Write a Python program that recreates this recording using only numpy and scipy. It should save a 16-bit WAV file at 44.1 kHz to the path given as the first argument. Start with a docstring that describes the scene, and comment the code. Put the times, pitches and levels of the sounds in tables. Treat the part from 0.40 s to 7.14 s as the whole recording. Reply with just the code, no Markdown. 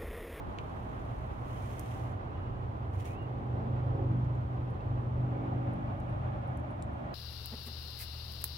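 """First comes a low rumble with the even rush of an engine fan: a car idling outdoors, doors open.
Its exhaust hum, built from multiples of the firing rate, swells on the way to a rear door, then eases.
The rumble, fan and hiss are shaped noise; close handling clicks are short noise bursts that ring.
Scuffs are grainy hiss. A far bird whistles three rising notes, and thin tones squeak faintly."""
import sys
import numpy as np
from scipy import signal
from scipy.fft import rfft, irfft
from scipy.io import wavfile
from scipy.ndimage import uniform_filter1d

SR = 44100
rng = np.random.default_rng(int(sys.argv[2]) if len(sys.argv) > 2 else 0)


def dump(signal):
    """Clip the signal to [-1, 1] and save it as 16-bit WAV at the path in sys.argv[1]."""
    limited = np.clip(np.atleast_2d(signal).T, -1, 1)
    pcm = np.round(limited * 32767).astype(np.int16)
    wavfile.write(sys.argv[1], SR, pcm)


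N = 297234
T = np.arange(N) / SR
BINS = np.fft.rfftfreq(N, 1 / SR)


def gain_of(db):
    """Decibels to amplitude."""
    return 10 ** (np.asarray(db) / 20)


def evened(x):
    """Scales to an rms (average strength) of 1."""
    return x / np.sqrt(np.mean(x ** 2) + 1e-20)


def curve(rows):
    """Joins (t/s, value) rows by straight lines."""
    return np.interp(T, *np.transpose(rows))


def read(points, hz):
    """Joins (f/Hz, value) rows on a log-frequency axis."""
    f, value = np.transpose(points)
    return np.interp(np.log(hz + 1), np.log(f + 1), value)


def drift(rate_hz):
    """Random wandering of rms 1, with little movement faster than rate_hz."""
    smooth = rfft(rng.standard_normal(N)) / (1 + (BINS / rate_hz) ** 4)
    return evened(irfft(smooth, N))


def move(middle_s, length_s):
    """A smooth passage from 0 to 1."""
    return .5 + .5 * np.sin(np.pi * np.clip((T - middle_s) / length_s, -.5, .5))


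def stroke(t, length_s, attack_s, release_s):
    """Attack, hold and release; silent before and after."""
    return np.clip(np.minimum(t / attack_s, (length_s - t) / release_s), 0, 1)


def left_right(mid, side):
    """Left and right from what they share and what differs between them."""
    return np.array([mid + side, mid - side])


def add(mix, s, sound):
    """Mixes a stereo sound in at time s."""
    part = mix[:, round(s * SR):][:, :sound.shape[1]]
    part += sound[:, :part.shape[1]]


# usual difference between left and right: (f/Hz, side-to-mid level/dB)
NOISE_WIDTH = [(60, -13), (120, -21), (200, -7), (300, -1.5), (430, -2.5), (700, 3.5), (950, 3.5),
               (1250, 8), (1650, 6.5), (2400, -0.5), (4400, 2), (8000, -0.5), (15000, 1)]


def noise(colour, width=NOISE_WIDTH):
    """Coloured noise; the usual width is alike in the bass, opposed near 1 kHz, unrelated above."""
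    mid, side = rfft(rng.standard_normal((2, N))) * gain_of(read(colour, BINS))
    pair = irfft(left_right(mid, side * gain_of(read(width, BINS))), N)
    return pair / np.std(pair.mean(0))


def steadied(x, seconds):
    """Keeps the quick flutter of a noise and holds its slow level even."""
    return x / np.sqrt(uniform_filter1d(x.mean(0) ** 2, int(seconds * SR)) + 1e-6)


def rippled(x, ripple_db, size=500):
    """Reflections among the panels leave narrow peaks and dips in a steady rush."""
    ripple = evened(uniform_filter1d(rng.standard_normal(len(BINS)), size))
    return irfft(rfft(x) * gain_of(ripple_db * ripple), N)


def hum(turns, orders, waver, spread):
    """Multiples of the firing rate, wavering in strength and timing, slightly out of step left to right."""
    out = np.zeros((2, N))
    for order, db in orders:
        angle = 2 * np.pi * (order * turns + rng.random()) + waver * drift(14)
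        strength = gain_of(db) * (1 + waver * drift(7.0))
        out += strength * left_right(np.cos(angle), spread * np.sin(angle))
    return np.sqrt(2) * out


# low rumble over time: (t/s, level/dB)
RUMBLE_LEVEL = [(0, -45), (0.8, -43), (1.05, -43.5), (1.4, -46), (1.7, -42), (1.95, -42), (2.3, -39.5),
                (2.6, -39.5), (3.1, -42), (3.65, -38.5), (4.2, -41), (5.3, -46), (5.8, -41), (6.15, -44),
                (6.33, -46.5), (6.5, -41), (6.74, -52)]
# its colour: (f/Hz, relative level/dB per Hz)
RUMBLE_TONE = [(15, -39), (24, -25.5), (34, -7.5), (50, -11), (65, 3.5), (85, 2), (105, 3), (122, 3.5),
               (145, -13), (220, -21.5), (400, -79.5)]
# deepest rumble over time: (t/s, level/dB)
DEEP_LEVEL = [(0, -45), (.33, -60), (.45, -52), (.9, -48.5), (1.65, -61), (2.1, -44.5), (2.5, -59),
              (2.9, -69.5), (3.55, -47.5), (4.1, -55), (4.55, -46.5), (5.1, -54), (5.45, -51), (6.2, -59.5),
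              (6.74, -56)]
# its colour: (f/Hz, relative level/dB per Hz)
DEEP_TONE = [(15, -28), (25, -11.5), (35, -4), (50, 7), (60, 0), (80, -25.5), (200, -79)]


def rumble():
    """Uneven combustion: two bands of low noise, each with its own rise and fall."""
    low = gain_of(curve(RUMBLE_LEVEL)) * steadied(noise(RUMBLE_TONE), seconds=0.16)
    deep = gain_of(curve(DEEP_LEVEL)) * steadied(noise(DEEP_TONE), seconds=0.16)
    return low + deep


# fan rush, dimmed behind the door and louder in the doorway: (t/s, level/dB)
FAN_LEVEL = [(0, -46), (.9, -46.5), (1.7, -46.5), (2.6, -49), (3.5, -46.5), (4.2, -48), (4.7, -48),
             (5.1, -44), (5.5, -45), (5.85, -44), (6.3, -45.5), (6.5, -46), (6.74, -43.5)]
# colour of the rush outside: (f/Hz, relative level/dB per Hz)
OUTSIDE_TONE = [(70, -15.5), (140, 7.5), (240, 6), (430, -1), (510, 0), (600, -0.5), (770, -0.5),
                (1100, -6), (1500, -15.5), (2400, -21), (3300, -25.5), (4800, -37.5), (9000, -54),
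                (15500, -59)]
# colour of the rush in the doorway: (f/Hz, relative level/dB per Hz)
DOORWAY_TONE = [(70, -17), (150, 8), (300, 4.5), (400, -6.5), (470, -5.5), (540, 3), (610, 4), (700, 2),
                (800, 0), (920, -6.5), (1100, -7), (1600, -16), (3200, -25.5), (4800, -40), (15500, -66)]
# difference between left and right in the doorway: (f/Hz, side-to-mid level/dB)
DOORWAY_SPREAD = [(120, -25), (200, -21), (320, 5), (420, 7.5), (620, -6.5), (700, -6), (800, 8.5),
                  (930, 6), (1130, 5.5), (1400, 7.5), (2400, 1), (15000, -2)]


def fan():
    """An even rush; in the doorway the cavity lifts 600-800 Hz and hollows out 400 Hz."""
    inside = move(middle_s=4.78, length_s=0.47)
    outside = rippled(noise(OUTSIDE_TONE), ripple_db=.9)
    doorway = rippled(noise(DOORWAY_TONE, DOORWAY_SPREAD), ripple_db=.9)
    rush = np.sqrt(1 - inside) * outside + np.sqrt(inside) * doorway
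    return gain_of(curve(FAN_LEVEL) + 0.61 * drift(15)) * rush


# deep throb of the block, heard all round the car: (multiple of the firing rate, level/dB)
THROB_MULTIPLES = [(2, -56), (3, -55.5), (4, -57.5)]


def throb(turns):
    """The lowest multiples of the firing rate, at a set level throughout."""
    return hum(turns, THROB_MULTIPLES, waver=0.21, spread=0.068)


# exhaust boom, as the listener moves through its standing waves: (t/s, level/dB)
BOOM_LEVEL = [(0, -67), (1.1, -46.5), (1.67, -51.5), (1.9, -54), (2.15, -48), (2.6, -43.5), (2.76, -48),
              (2.93, -36), (3.2, -37), (3.42, -36), (3.58, -38), (3.69, -32), (3.85, -32.5), (3.95, -39),
              (4.03, -33.5), (4.33, -40.5), (4.51, -33), (4.62, -39.5), (4.8, -35.5), (4.96, -34.5),
              (5.04, -40.5), (5.13, -32.5), (5.25, -38), (5.6, -38), (5.85, -37.5), (6.0, -42), (6.15, -41),
              (6.35, -48), (6.74, -48.5)]
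# its tones: (multiple of the firing rate, relative level/dB)
BOOM_MULTIPLES = [(4, -5.5), (5, 0)]
FLUTTER, FLUTTER_HZ = .2, 16  # rms share of the strength, upper speed of the flutter (Hz)


def boom(turns):
    """Exhaust hum that swells and dips along its standing waves; uneven combustion makes it flutter."""
    tones = hum(turns, BOOM_MULTIPLES, waver=0.22, spread=0.051)
    return gain_of(curve(BOOM_LEVEL)) * tones * (1 + FLUTTER * drift(FLUTTER_HZ))


# overtone just above the boom, with a peak where the drone has a node: (t/s, level/dB)
OVERTONE_LEVEL = [(0, -66), (2.6, -62), (2.9, -55), (3.15, -58.5), (3.47, -41.5), (3.65, -50), (3.85, -42),
                  (4.3, -57.5), (4.9, -54), (5.4, -55.5), (6.74, -62)]
# its tone: (multiple of the firing rate, relative level/dB)
OVERTONE_MULTIPLES = [(6, -2)]


def overtone(turns):
    """One more multiple of the firing rate, rising and falling on its own."""
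    return gain_of(curve(OVERTONE_LEVEL)) * hum(turns, OVERTONE_MULTIPLES, waver=0.19, spread=.15)


# panel drone, with standing waves of its own: (t/s, level/dB)
DRONE_LEVEL = [(0, -75), (2.55, -58.5), (2.75, -51), (2.9, -55), (3.1, -50), (3.27, -44.5), (3.52, -62),
               (3.75, -44), (3.97, -58.5), (4.25, -51.5), (4.55, -57), (4.8, -46), (5.05, -51.5),
               (5.35, -46), (5.7, -55.5), (6.74, -56.5)]
# its tones: (multiple of the firing rate, relative level/dB)
DRONE_MULTIPLES = [(7, -2.5), (9, -1)]


def drone(turns):
    """The firing pulses set the panels droning, louder and softer from place to place."""
    return gain_of(curve(DRONE_LEVEL)) * hum(turns, DRONE_MULTIPLES, waver=0.24, spread=0.25)


# buzz of the body panels, strongest close to the door: (t/s, level/dB)
BUZZ_LEVEL = [(0, -64.5), (2.5, -59.5), (2.8, -54), (3.15, -49), (3.4, -58), (3.56, -45), (3.73, -43),
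              (3.95, -55), (4.2, -50), (4.38, -60.5), (4.53, -46.5), (4.65, -62), (4.85, -44.5),
              (5.05, -46), (5.3, -46.5), (5.6, -53), (5.9, -59), (6.2, -52.5), (6.74, -62)]
# its tones: (multiple of the firing rate, relative level/dB)
BUZZ_MULTIPLES = [(11, -1.5), (13, -4.5)]


def buzz(turns):
    """Higher multiples of the firing rate buzz in the body panels."""
    return gain_of(curve(BUZZ_LEVEL)) * hum(turns, BUZZ_MULTIPLES, waver=.17, spread=0.33)


# exhaust rasp and puffs, flaring as the listener passes the door sill: (t/s, level/dB)
RASP_LEVEL = [(0, -70.5), (2.5, -58.5), (3.0, -54), (3.2, -49.5), (3.4, -55.5), (3.6, -46.5), (3.8, -59.5),
              (3.95, -57), (4.6, -56.5), (5.1, -52.5), (5.3, -55.5), (5.5, -64.5), (6.74, -73)]
# tones of the rasp: (multiple of the firing rate, relative level/dB)
RASP_MULTIPLES = [(14, -15.5), (15, -6), (16, -6.5), (17, -12.5), (18, -10.5), (22, -6.5), (23, -13)]
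PUFFS_DB, PUFF_DEPTH = 0.5, .45  # level within the rasp (dB), pulsing over one firing (0-1)


def rasp(turns):
    """High multiples of the firing rate, beside combustion noise that puffs once per firing."""
    # (f/Hz, relative level/dB per Hz)
    puffs = noise([(100, -16.0), (190, -4.5), (400, 5.0), (520, 4.5), (610, -6.0), (780, 4),
                   (1300, -28), (4000, -63.5)])
    puffs *= gain_of(PUFFS_DB) * (1 + PUFF_DEPTH * np.cos(2 * np.pi * turns))
    tones = hum(turns, RASP_MULTIPLES, waver=0.38, spread=0.29)
    return gain_of(curve(RASP_LEVEL)) * (tones + puffs)


FIRING_HZ, SPEED_WAVER = 24.77, .0018  # firing rate (Hz), rms share by which it wanders


def engine():
    """All the tones follow one slightly unsteady count of firings, so they waver in pitch together."""
    turns = np.cumsum(FIRING_HZ * (1 + SPEED_WAVER * drift(2.33))) / SR
    exhaust = boom(turns) + overtone(turns) + rasp(turns)
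    panels = drone(turns) + buzz(turns)
    return throb(turns) + exhaust + panels + rumble() + surges()


# faint steady hiss: (f/Hz, relative level/dB per Hz)
HISS_TONE = [(2000, -10.5), (6200, 1.5), (7500, -1.5), (9000, -1.5), (11500, -7), (13000, -2),
             (15500, -5.5)]


def hiss():
    """Very faint treble noise at a steady level."""
    return gain_of(-85) * noise(HISS_TONE)


# strokes of clothes and shoes: (start t/s, length/s, level/dB, attack/s, release/s)
SCUFF_STROKES = [(-.4, 2.1, -75, 0.73, .1), (0.997, 0.79, -69, 0.1, 0.12), (1.1, .56, -66, 0.13, 0.13),
                 (2.525, 0.07, -68.5, .012, .04), (2.574, 0.067, -65.5, .015, .01),
                 (2.59, 0.03, -63, .012, .016), (2.639, 0.074, -61.5, .01, 0.035),
                 (2.682, .085, -67.5, .02, .035)]
# colour of sliding friction: (f/Hz, relative level/dB per Hz)
SCUFF_TONE = [(800, -22), (2000, 13), (3200, 8.5), (4600, -2), (6400, 3), (7700, -2), (9200, 0),
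              (12000, -3.5), (15500, -5.5)]
# fibres catching: average rate (per s), fading time (s), lift of the hiss (share, before evening out)
CATCH_PER_S, CATCH_S, CATCH_LIFT = 220, .0008, .7


def scuffs():
    """Sliding friction: strokes of fine hiss swell and fade, grainy where fibres catch and let go."""
    power = np.zeros(N)
    for s, length, db, attack, release in SCUFF_STROKES:
        power += (gain_of(db) * stroke(T - s, length, attack, release)) ** 2
    catches = (rng.random(N) < CATCH_PER_S / SR) * np.minimum(rng.exponential(1, N), 3)
    fading = signal.lfilter([1], [1, -np.exp(-1 / (CATCH_S * SR))], catches)
    grain = evened(1 + CATCH_LIFT * fading)
    return np.sqrt(power) * grain * gain_of(0.51 * drift(60)) * noise(SCUFF_TONE)


def ring(hz, centre_hz, width):
    """Response of one broad resonance; the power makes it narrower and steeper."""
    return 1 / (1 + 1j * (hz / centre_hz - centre_hz / hz) / width) ** 2.6


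# handling clicks: (t/s, level/dB over 5 ms, centre f/Hz, width as a share of the centre before
# ring() narrows it, left-right level/dB, fading time of the contact/s, relative knock level/dB)
CLICK_LIST = [(0.1864, -45, 2580, 0.59, 0, 0.0003, -20), (1.395, -47, 11800, 1.1, 3, .0004, -22),
              (1.3976, -56, 12000, .8, -2, .0003, -22), (1.717, -74, 7000, .9, 3, .004, -18),
              (2.825, -78, 9000, .5, -1, .005, -17), (3.797, -82, 6500, 0.72, 4, .001, -19.5),
              (3.847, -73, 5600, 0.81, 2.5, .001, -16), (3.952, -76.5, 7000, 0.99, 7, .001, -21),
              (4.304, -75, 10100, .35, 2, .003, -15), (4.407, -68.5, 3600, 0.67, 0, 0.0022, -25),
              (5.334, -69.5, 10000, 0.41, -1, 0.0044, -9), (5.579, -80, 10000, 1, 3, .0005, -15),
              (5.602, -70, 8000, .9, 3, .0012, -12), (5.693, -74.5, 9600, .2, 1, .007, -17),
              (5.727, -81, 9500, 1, 5, 0.00055, -22), (6.075, -75, 9700, .3, 0, .006, -16),
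              (6.1728, -63.5, 8300, 1.3, 1, .0014, -6), (6.199, -75, 8000, .9, 1, .002, -10),
              (6.307, -73, 10000, .4, 0, .009, -16), (6.424, -52.5, 7800, 0.29, -1, 0.0008, -9),
              (6.532, -78, 9700, .2, 2, .008, -20)]
# reflections off the door and the ground: (delay t/s, relative level/dB)
NEAR_ECHOES = [(.0007, -27), (.0026, -15.5), (.0063, -16)]
# the plastic under each click: f/Hz, width as a share of that before ring() narrows it
KNOCK_HZ, KNOCK_WIDTH = 3470, 0.65


def clicks(tail_db, tail_t60):
    """Snaps or short scrapes ring a broad resonance and knock plastic, with echoes and a short tail."""
    out, t = np.zeros((2, N)), np.arange(4096) / SR
    hz = np.fft.rfftfreq(4096, 1 / SR) + 1  # 1 Hz up, to avoid dividing by zero
    for s, db, centre_hz, width, pan_db, contact_s, knock_db in CLICK_LIST:
        shared, apart = rng.standard_normal((2, len(t)))
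        grit = left_right(shared, apart)
        snap = grit * np.exp(-t / contact_s)
        echoes = sum(gain_of(echo_db) * np.roll(snap, round(delay * SR), 1)
                     for delay, echo_db in NEAR_ECHOES)
        tail = grit * gain_of(tail_db - 60 * t / tail_t60)
        body = ring(hz, centre_hz, width) + gain_of(knock_db) * ring(hz, KNOCK_HZ, KNOCK_WIDTH)
        treble_limit = 1 + (hz / 15200) ** 16
        click = irfft(rfft(snap + echoes + tail) * body / treble_limit)
        size = np.sqrt(np.sum(click ** 2, 1, keepdims=True) / (.005 * SR))
        add(out, s, gain_of(db + pan_db * np.array([[.5], [-.5]])) * click / size)
    return out


# brief throbs in the rumble: (t/s at the peak, pitch f/Hz, peak level/dB)
SURGE_LIST = [(.44, 116, -44), (.71, 113, -40), (.8, 64, -41), (1.24, 98.4, -40), (1.51, 116, -40),
              (1.64, 120, -37.5), (1.78, 95.6, -37), (2.01, 88, -39.5), (2.57, 97.3, -36),
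              (3.12, 74.7, -38), (4.75, 77.5, -41.5), (5.89, 80, -41.5), (6.17, 79, -38.5)]
SURGE_S = .05  # time from the peak down to about a third of it (s)


def surges():
    """The rumble gathers into brief low throbs, each a few cycles of one pitch."""
    out = np.zeros((2, N))
    for (s, pitch_hz, db), phase in zip(SURGE_LIST, rng.random(len(SURGE_LIST))):
        swell = np.exp(-((T - s) / SURGE_S) ** 2)
        out += np.sqrt(2) * gain_of(db) * swell * np.cos(2 * np.pi * (pitch_hz * T + phase))
    return out


# bird notes slide up, then hold:
# (start t/s, slide/s, hold/s, first f/Hz, held f/Hz, level/dB before quaver and flutter)
WHISTLE_NOTES = [(1.088, 0.049, 0.048, 2780, 3050, -64), (1.854, 0.09, 0.25, 2310, 2860, -71.5),
                 (2.647, .145, 0.072, 2200, 2820, -61)]
WHISTLE_RISE_S, WHISTLE_FADE_S = 0.018, 0.013
# quaver of a climbing note: rate (per s), dip in level (0-1), how stepped the pitch is (0-1)
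TRILL_PER_S, TRILL_DEPTH, TRILL_STEP = 23, .35, .3
WHISTLE_WAVER, SLIDE_WAVER = .002, .015  # pitch roughness (share): throughout, and extra on the slide


def bird():
    """Far whistles climb with a rough quaver, then hold cleaner; scattering flutters left and right."""
    out = np.zeros((2, N))
    for s, slide_s, hold_s, first_hz, held_hz, db in WHISTLE_NOTES:
        t = np.arange(0, slide_s + hold_s, 1 / SR)
        trill = 2 * np.pi * TRILL_PER_S * t
        # 1 on the slide, fading to 0 just after it
        sliding = np.clip((slide_s + WHISTLE_RISE_S - t) / WHISTLE_RISE_S, 0, 1)
        stepped_t = t + TRILL_STEP * np.sin(trill) / (2 * np.pi * TRILL_PER_S)
        climb = np.minimum(stepped_t / slide_s, 1)
        roughness = (WHISTLE_WAVER + SLIDE_WAVER * sliding) * drift(120)[:len(t)]
        hz = first_hz * (held_hz / first_hz) ** climb * (1 + roughness)
        pulsing = 1 - TRILL_DEPTH * np.cos(trill / 2) ** 2 * sliding
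        angle = 2 * np.pi * (np.cumsum(hz) / SR + np.array([[0], [.3]]))
        shape = stroke(t, slide_s + hold_s, WHISTLE_RISE_S, WHISTLE_FADE_S)
        add(out, s, np.sqrt(2) * gain_of(db) * pulsing * shape * np.sin(angle))
    return out * (.85 + .35 * np.array([drift(50), drift(50)]))


# thin faint squeaks: (t/s, length/s, pitch f/Hz, level/dB)
SQUEAK_LIST = [(1.969, 0.044, 1280, -59), (4.388, .036, 2630, -65.5), (4.94, 0.12, 2290, -69),
               (6.69, .06, 4200, -78)]


def squeaks(rough, rise_s):
    """Thin, faint squeaks: one tone each, its pitch unsteady by the share rough."""
    out = np.zeros((2, N))
    for s, length_s, pitch_hz, db in SQUEAK_LIST:
        t = np.arange(0, length_s, 1 / SR)
        hz = pitch_hz * (1 + rough * drift(120)[:len(t)])
        angle = 2 * np.pi * (np.cumsum(hz) / SR + np.array([[0], [.15]]))
        add(out, s, np.sqrt(2) * gain_of(db) * stroke(t, length_s, rise_s, rise_s) * np.sin(angle))
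    return out


def scene():
    """The idling car, the small sounds beside it and the bird."""
    handling = scuffs() + clicks(tail_db=-22.5, tail_t60=0.085) + squeaks(rough=0.028, rise_s=0.014)
    return engine() + fan() + hiss() + handling + bird()


# left and right differ in colour: (f/Hz, left-right level/dB)
LEFT_RIGHT_TONE = [(60, 0), (120, -1), (270, 0.5), (430, -3.5), (740, -1.5), (1220, -1.5), (2200, -5),
                   (4400, 1), (7300, -2.5), (9000, 7.5), (11000, 1), (13000, -2.5), (15500, 6.5)]
TURN_FROM_DB, TURN_TO_DB = -.7, .5  # left-right balance before and after the turn (dB)
EDGE_HZ = 15800  # upper limit of the sound


def record(dry):
    """The colour of left and right, their balance as the listener turns, then the treble limit."""
    halves = [.5, -.5]  # each side takes half of a left-right difference
    heard = irfft(rfft(dry) * gain_of(np.outer(halves, read(LEFT_RIGHT_TONE, BINS))), N)
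    turn = move(middle_s=3.6, length_s=2.2)
    balance_db = TURN_FROM_DB + (TURN_TO_DB - TURN_FROM_DB) * turn
    heard *= gain_of(np.outer(halves, balance_db))
    low_pass = signal.firwin(511, EDGE_HZ, window=("kaiser", 9), fs=SR)
    return signal.oaconvolve(heard, low_pass[None], "same")


dry = scene()
out = record(dry)
dump(out)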